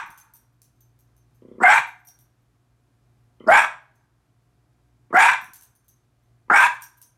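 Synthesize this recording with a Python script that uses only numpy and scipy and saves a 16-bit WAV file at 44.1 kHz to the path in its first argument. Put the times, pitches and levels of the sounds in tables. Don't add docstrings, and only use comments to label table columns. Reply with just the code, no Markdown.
import sys
import numpy as np
from scipy import signal
from scipy.fft import rfft, irfft, next_fast_len
from scipy.io import wavfile
from scipy.ndimage import uniform_filter1d, minimum_filter1d, map_coordinates

SR = 44100
rng = np.random.default_rng(int(sys.argv[2]) if len(sys.argv) > 2 else 0)


def linear_from_db(decibels):
    return 10 ** (np.asarray(decibels, float) / 20)


def wrap_up_sound(samples):
    columns = np.atleast_2d(samples).T
    tamed = np.clip(columns, -1, 1)
    steps = np.round(tamed * 32767).astype(np.int16)
    wavfile.write(sys.argv[1], SR, steps)


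N = 316197
LEAD = SR // 2
M = N + LEAD

# start_s, effort_db, jaw_opening (0 shut, 1 wide)
BARKS = [
    [(1.6, -38, 0), (1.632, -17, .36), (1.66, -13.5, .48), (1.695, -13, .66), (1.73, -17, .82),
     (1.77, -16, 0.89), (1.8, -27, .86)],
    [(3.463, -37.5, 0), (3.487, -14.5, .24), (3.513, -12.5, 0.43), (3.54, -9.5, 0.65), (3.575, -13.5, 0.87),
     (3.605, -16.5, 0.97), (3.67, -34, 1.1)],
    [(5.126, -30.5, 0), (5.145, -18, 0.27), (5.172, -11.5, .45), (5.215, -13.5, 0.84), (5.255, -17.5, 0.98),
     (5.29, -17.5, 1.05), (5.34, -30, 1)],
    [(6.498, -23.5, .1), (6.519, -19, .38), (6.545, -17, .58), (6.575, -14, 0.87), (6.62, -18, .97),
     (6.655, -17, 0.96), (6.69, -38.5, 1)],
]
EARLIER_BARK = [
    (-.3, -8.5, .45),
    (-.22, -3.5, .83),
    (-.14, -6.5, 1),
]


def unit(x):
    return x / np.sqrt(np.mean(x ** 2) + 1e-20)


def along(points, hz):
    f, v = np.transpose(points)
    return np.interp(np.log(hz + 1), np.log(f + 1), v)


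def wobble(rate, size):
    knots = rng.standard_normal(int(size * rate / SR) + 4)
    return map_coordinates(knots, [np.arange(size) * rate / SR])


def filtered(x, response):
    m = next_fast_len(len(x) + SR // 4)
    return irfft(rfft(x, m) * response(np.fft.rfftfreq(m, 1 / SR)), m)[:len(x)]


def peak(f, hz, width_hz):
    return 1j * f * width_hz / (hz * hz - f * f + 1j * f * width_hz)


def resonances(modes):
    return lambda f: sum((-1) ** k * linear_from_db(db) * peak(f, hz, w) for k, (hz, w, db) in enumerate(modes))


def add(track, s, x):
    part = track[round(s * SR) + LEAD:][:len(x)]
    part += x[:len(part)]


def opened(jaw, at):
    return np.clip(jaw / at, 0, 1)


def bark(rows, second_shut, second_open, third, breath, hoarse):
    # shut_hz, open_hz, arrives_at (jaw opening)
    throat_modes = [
        (579, 980, 1.01),
        (1239.7, 1590, .6),
        (1700, 2430, .9),
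    ]
    # pitch_hz, level_db (per Hz)
    breath_hiss = [(2470, -33), (4200, -9), (5010, -11), (5390, -5), (6300, -6), (8000, 2), (9310, -6.5),
                   (12900, -13), (14400, -19.5), (16400, -36)]
    third_shut_db, third_open_at = -21, .52
    breath_shut_db, breath_open_at = -19, 0.87
    easy_db, fray_per_db, fray_open = -12.5, 0.02, 0.14

    s, *cols = np.transpose(sorted(rows))
    t = np.arange(s[0], s[-1] + 0.026, 1 / SR)
    db, jaw = [np.interp(t, s, c) for c in cols]
    hz1, hz2, hz3 = [shut + (wide - shut) * np.clip(jaw / at, 0, 1.05) for shut, wide, at in throat_modes]
    second_db = second_shut + (second_open - second_shut) * jaw
    third_db = third + third_shut_db * (1 - opened(jaw, third_open_at))
    breath_db = breath + breath_shut_db * (1 - opened(jaw, breath_open_at))
    noisy = np.clip(hoarse + fray_per_db * (easy_db - db) + fray_open * jaw ** 4, 0, 1)

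    gate = linear_from_db(2.2 * wobble(170, len(t)))
    throb = unit(linear_from_db(3.9 * wobble(110, len(t))))
    puffs = unit(gate) * rng.standard_normal((2, len(t)))
    f, frames, z = signal.stft(puffs, SR, nperseg=512, noverlap=448)
    f = f[:, None]
    at = lambda c: np.interp(frames + s[0], t, c)

    throat = peak(f, at(hz1), 200)
    throat = throat - linear_from_db(at(second_db)) * peak(f, at(hz2), 230)
    throat = throat + linear_from_db(at(third_db)) * peak(f, at(hz3), 290)
    fourth = linear_from_db(at(third_db) - 18.0 - 10 * at(1 - opened(jaw, .7)))
    fourth = fourth * peak(f, 1.4 * at(hz3), 700) * peak(f, 1.45 * at(hz3), 1100)
    throat = linear_from_db(19.5) * throat * peak(f, 1350, 2700) ** 2
    throat = throat / (1 + (f / (1.2 * at(hz3))) ** 9)
    throat = throat / (1 + (0.46 * at(hz1) / (f + 1)) ** 4)

    patches = uniform_filter1d(rng.standard_normal(z[1].shape), size=7, axis=0)
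    patches = unit(uniform_filter1d(patches, size=24, axis=1))
    teeth = linear_from_db(along([(2500, -60.0), *breath_hiss], f) + 4.5 * patches)
    teeth = teeth * (1 + 1.4 * np.abs(peak(f, 2.4 * at(hz3), 550)) ** 2)
    shaped = z * [throat - linear_from_db(17.5) * fourth, teeth]
    rasp, hiss = signal.istft(shaped, SR, nperseg=512, noverlap=448)[1][:, :len(t)]

    locked = 0
    for hz, level in ((hz1, 0), (hz2, second_db), (hz3, third_db - 2.0)):
        phase = 2 * np.pi * np.cumsum(hz * (1 + .033 * wobble(100, len(t)))) / SR
        locked = locked + linear_from_db(level + 2.0 + 5.3 * wobble(90, len(t))) * np.sin(phase)
    voice = np.sqrt(1 - noisy) * locked + np.sqrt(noisy) * rasp

    onset = np.sin(np.pi / 2 * np.clip((t - s[0]) / 0.0047, 0, 1)) ** 2
    release = linear_from_db(-1500 * np.clip(t - s[-1], 0, 1))
    breathing = throb ** 0.36 * linear_from_db(breath_db + 0.5) * unit(hiss)
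    return s[0], onset * release * linear_from_db(db) * (throb * voice + breathing)


def barks():
    # second_shut_db, second_open_db, third_db, breath_db, hoarseness (0-1)
    colours = [
        (1.5, 1.5, 1, -17, .5),
        (-2.5, -2, -3.5, -21, 0.5),
        (2, -.5, 0.5, -17.5, .52),
        (13, -0.86, -1, -18.5, 0.4),
        (0, -0.12, -0.5, -16.5, 0.8),
    ]
    out = np.zeros(M)
    for rows, colour in zip([*BARKS, EARLIER_BARK], colours):
        add(out, *bark(rows, *colour))
    return out


def growl():
    # start_s, level_db (peak), nasal_db
    slaps = [(1.417, -40.5, -16), (1.446, -37, -18.5), (1.48, -38.5, -16), (1.51, -34.5, -17),
             (1.547, -42.5, -12), (1.578, -32.5, -14.5), (1.6, -26, -12), (1.614, -18.5, -15),
             (3.401, -35, -9), (3.436, -35.5, -7), (3.463, -24.5, -18.5), (3.472, -20, -19.5),
             (5.102, -36, -2), (5.126, -26.5, -13), (5.137, -17.5, -34), (6.478, -48.5, 4),
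             (6.496, -27.5, -12.5), (6.507, -19.5, 6)]
    # pitch_hz, width_hz, level_db
    chest_modes = [(173.9, 36, -1.5), (359.6, 270, 0.5), (566, 180, -1.5)]
    # pitch_hz, width_hz, level_db
    nose_modes = [(780, 230, -2.5), (1060, 240, 1.5), (1402.5, 200, -12), (2000, 200, -9)]
    chest, nose = np.zeros((2, M))
    slap, t = np.hanning(76), np.arange(1300) / SR
    for s, db, nasal_db in slaps:
        add(chest, s + 0.0037, linear_from_db(db + 9.0) * slap)
        add(chest, s + 0.012, linear_from_db(db + 0.5) * slap)
        puff = linear_from_db(db + nasal_db + 11.0 - 60 * t / 0.14) * (1 - np.exp(-t / .004))
        add(nose, s, puff * rng.standard_normal(len(t)))
    closed = lambda f: resonances(chest_modes)(f) * peak(f, 330, 750)
    nasal = lambda f: resonances(nose_modes)(f) * peak(f, 1500, 1600) ** 2
    return filtered(chest, closed) + filtered(nose, nasal)


def nostrils():
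    # start_s, level_db, pitch_hz, t60_s
    whistles = [
        (1.418, -72, 3050, 0.081),
        (1.48, -72.5, 3200, .1),
        (1.52, -74, 3298, .1),
        (3.4, -57, 3040, 0.11),
        (3.475, -44.5, 4850, .12),
    ]
    out, t = np.zeros(M), np.arange(SR // 10) / SR
    for s, db, hz, t60 in whistles:
        level = linear_from_db(db + 4 * wobble(90, len(t)) - 60 * t / t60)
        add(out, s, level * np.sin(2 * np.pi * hz * t + 2.5 * wobble(250, len(t))))
    return out


def tail(decays):
    hz, t, z = signal.stft(rng.standard_normal(SR), SR, nperseg=256)
    fade = linear_from_db(-60 * t / along(decays, hz)[:, None])
    echo = signal.istft(z * fade, SR, nperseg=256)[1]
    return echo / np.linalg.norm(echo)


def room(x):
    # pitch_hz, t60_s
    bedroom = [(200, 0.37), (800, 0.32), (1600, 0.34), (2400, 0.31), (4000, 0.34), (9000, 0.29),
               (15000, 0.19)]
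    # pitch_hz, t60_s
    hall = [(300, 0.53), (900, 0.83), (1600, 0.82), (2400, 0.65), (4000, 0.78), (9000, .3)]
    out = np.zeros(M + 2 * SR)
    for start in range(0, M, SR // 2):
        echo = tail(bedroom) + linear_from_db(-26.5) * tail(hall)
        wet = signal.fftconvolve(x[start:start + SR // 2], echo)
        out[start + 200:][:len(wet)] += wet
    return out[:M]


def contacts():
    # start_s, level_db (peak), large_plate_db, small_plate_db
    knocks = [(0.0605, -49, -11, -13), (0.1035, -40, -18.5, -16), (0.1436, -55, -21, -23),
              (0.1759, -37, -25, -15), (0.2001, -38.5, -41, -30), (0.3368, -39, -22, -6),
              (0.3574, -43.5, -15, -13), (0.618, -42, -27, -22), (0.6472, -51.5, -26, -24),
              (1.8718, -44.5, -31.5, -23), (2.0498, -51, -14, -5), (2.071, -33.5, -10, -13.5),
              (2.189, -45.5, -18, -14.5), (2.2084, -51, -10, -9.5), (5.4124, -42.5, -16, -3),
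              (5.444, -39.5, -16.5, -20), (5.5345, -31.5, -22, -12), (5.5594, -38, -43, -16),
              (5.6101, -38, -32.5, -22), (5.6227, -35.5, -32, -15), (5.7519, -46.5, -29, -17.5),
              (5.8818, -43.5, -24, -15), (5.8917, -50.5, -36, -17.5), (6.81, -47, -17, -6),
              (6.8213, -28, -13.5, -29), (6.8334, -37, -12, -6), (6.9716, -49.5, -34, -9),
              (6.9796, -51, -22, -3.5), (7.016, -34.5, -20, -16.5), (7.0288, -48.5, -23.5, -22)]
    # start_s, level_db (peak)
    touches = [(-.02, -43.5), (.527, -70), (.755, -66.5), (0.8058, -49.5), (0.99, -49), (1.1658, -50),
               (1.3463, -57), (1.946, -61), (1.992, -60.5), (2.421, -70), (3.822, -67), (3.953, -60.5),
               (5.845, -60.5), (6.228, -68), (6.74, -47.5)]
    # level_db of large plate, buckle, loop, small plate
    touch_db = (-24, -20, -24, -13.5)
    buckle_db, loop_db, scatter_db = -24.5, -17.5, 2
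    luck = scatter_db * rng.standard_normal((len(knocks) + len(touches), 4))
    firm = []
    for (s, db, big, small), (a, b, *_) in zip(knocks, luck):
        firm.append((s, db, big, buckle_db + a, loop_db + b, small))
    light = [(s, db, *(np.array(touch_db) + row)) for (s, db), row in zip(touches, luck[len(knocks):])]
    return firm + light


def tags():
    # pitch_hz, level_db, t60_s, rise_s
    plates = [
        [(5710, -2, 0.16, 0.0074)],
        [(6294, 1.5, 0.19, 0.0032)],
        [(9600, -2.5, 0.072, 0.00092)],
        [(13010, -1.5, 0.075, 0.0018), (13900, -5, .065, .002)],
    ]
    # pitch_hz, level_db
    clink = [(1200, -28), (2200, -13.5), (3300, -8), (6000, -6), (9000, -0.5), (12000, 4), (15500, -8)]
    out, clicks, t = np.zeros(M), np.zeros(M), np.arange(SR // 6) / SR
    for s, db, *rings_db in contacts():
        for modes, ring_db in zip(plates, rings_db):
            for hz, level, t60, rise in modes:
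                swing = linear_from_db(3.18 * wobble(57.1, len(t))) * (1 - np.exp(-t / rise))
                phase = 2 * np.pi * hz * (1 + rng.normal(0, .003)) * t + 1.4 * wobble(120, len(t))
                decay = linear_from_db(db + ring_db + level + 0.95 - 60 * t / t60)
                add(out, s, decay * swing * np.sin(phase))
        gaps, sizes = rng.uniform(0.0029, 0.014, size=3), rng.normal(0, 2.8, size=3)
        for delay, size in zip(np.cumsum(gaps) - gaps[0], sizes):
            click = linear_from_db(db - 4.5 + size - 360 * delay - 60 * t[:600] / 0.011)
            add(clicks, s + delay, click * rng.standard_normal(600))
    return out + filtered(clicks, lambda f: linear_from_db(along(clink, f)))


def floor():
    # pitch_hz, level_db (rms)
    mains = [(59.2, -74), (118.4, -66.5), (242.2, -83), (290.7, -83), (360.7, -86), (721.4, -88.5),
             (839.8, -92), (1600, -95), (2406, -96)]
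    # pitch_hz, level_db (per Hz)
    air_colour = [(26, -36.5), (45, -5), (76, -10.5), (124, 0.5), (179, -13), (293, -13.5), (544, -21.5),
                  (713, -18), (787, -24.5), (1060, -21.5), (2770, -32), (11300, -38), (15200, -45),
                  (16400, -58)]
    hum_db, air_db = 4, -70.5
    duck_db, duck_s, air_share = 7.5, .5, .15
    t = np.arange(N) / SR
    since = np.clip([(t - rows[0][0]) / duck_s for rows in [*BARKS, EARLIER_BARK]], 0, None)
    duck = -duck_db * np.sum(since ** 2 * np.exp(2 - 2 * since), axis=0)
    hum = 0
    for hz, db in mains:
        phase = 2 * np.pi * hz * t + 0.33 * wobble(15, N)
        hum = hum + linear_from_db(db + 2.5 + 1.5 * wobble(8, N)) * np.sin(phase)
    air = unit(filtered(rng.standard_normal(N), lambda f: linear_from_db(along([(15, -58.5), *air_colour], f))))
    air_level = linear_from_db(air_db + 3.5 + air_share * duck + 0.51 * wobble(9, N))
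    return hum * linear_from_db(hum_db + duck) + air_level * air


def paws():
    # start_s, level_db (peak)
    steps = [(0.017, -52.5), (0.079, -54), (1.699, -49), (1.776, -46), (1.829, -62.5), (3.548, -53),
             (3.617, -51), (5.238, -49.5), (5.299, -44.5), (5.357, -59.5), (5.421, -54), (5.478, -56.5),
             (6.58, -57), (6.652, -47)]
    # pitch_hz, level_db
    mattress = [(20, -7.5), (70, -4), (160, 1), (350, -8), (700, -29), (1500, -70)]
    puffs, bump = np.zeros(M), np.hanning(2600)
    for s, db in steps:
        add(puffs, s - .01, linear_from_db(db + 16.5) * bump * rng.standard_normal(len(bump)))
    return filtered(puffs, lambda f: linear_from_db(along(mattress, f)))


def scene():
    voice = barks() + growl() + nostrils()
    metal = tags()
    near = voice + metal + paws() + room(linear_from_db(-7.0) * voice + linear_from_db(-3.0) * metal)
    return (near[LEAD:] + floor())[None]


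def top_cut(x):
    return signal.sosfilt(signal.butter(12, 16510, fs=SR, output="sos"), x)


def record(dry):
    top = .69
    need = np.minimum(1, top / (np.abs(dry) + 1e-9))
    held = minimum_filter1d(need, size=131, axis=1)
    gain = uniform_filter1d(held, size=65, axis=1)
    return top_cut(dry * gain)


dry = scene()
out = record(dry)
wrap_up_sound(out)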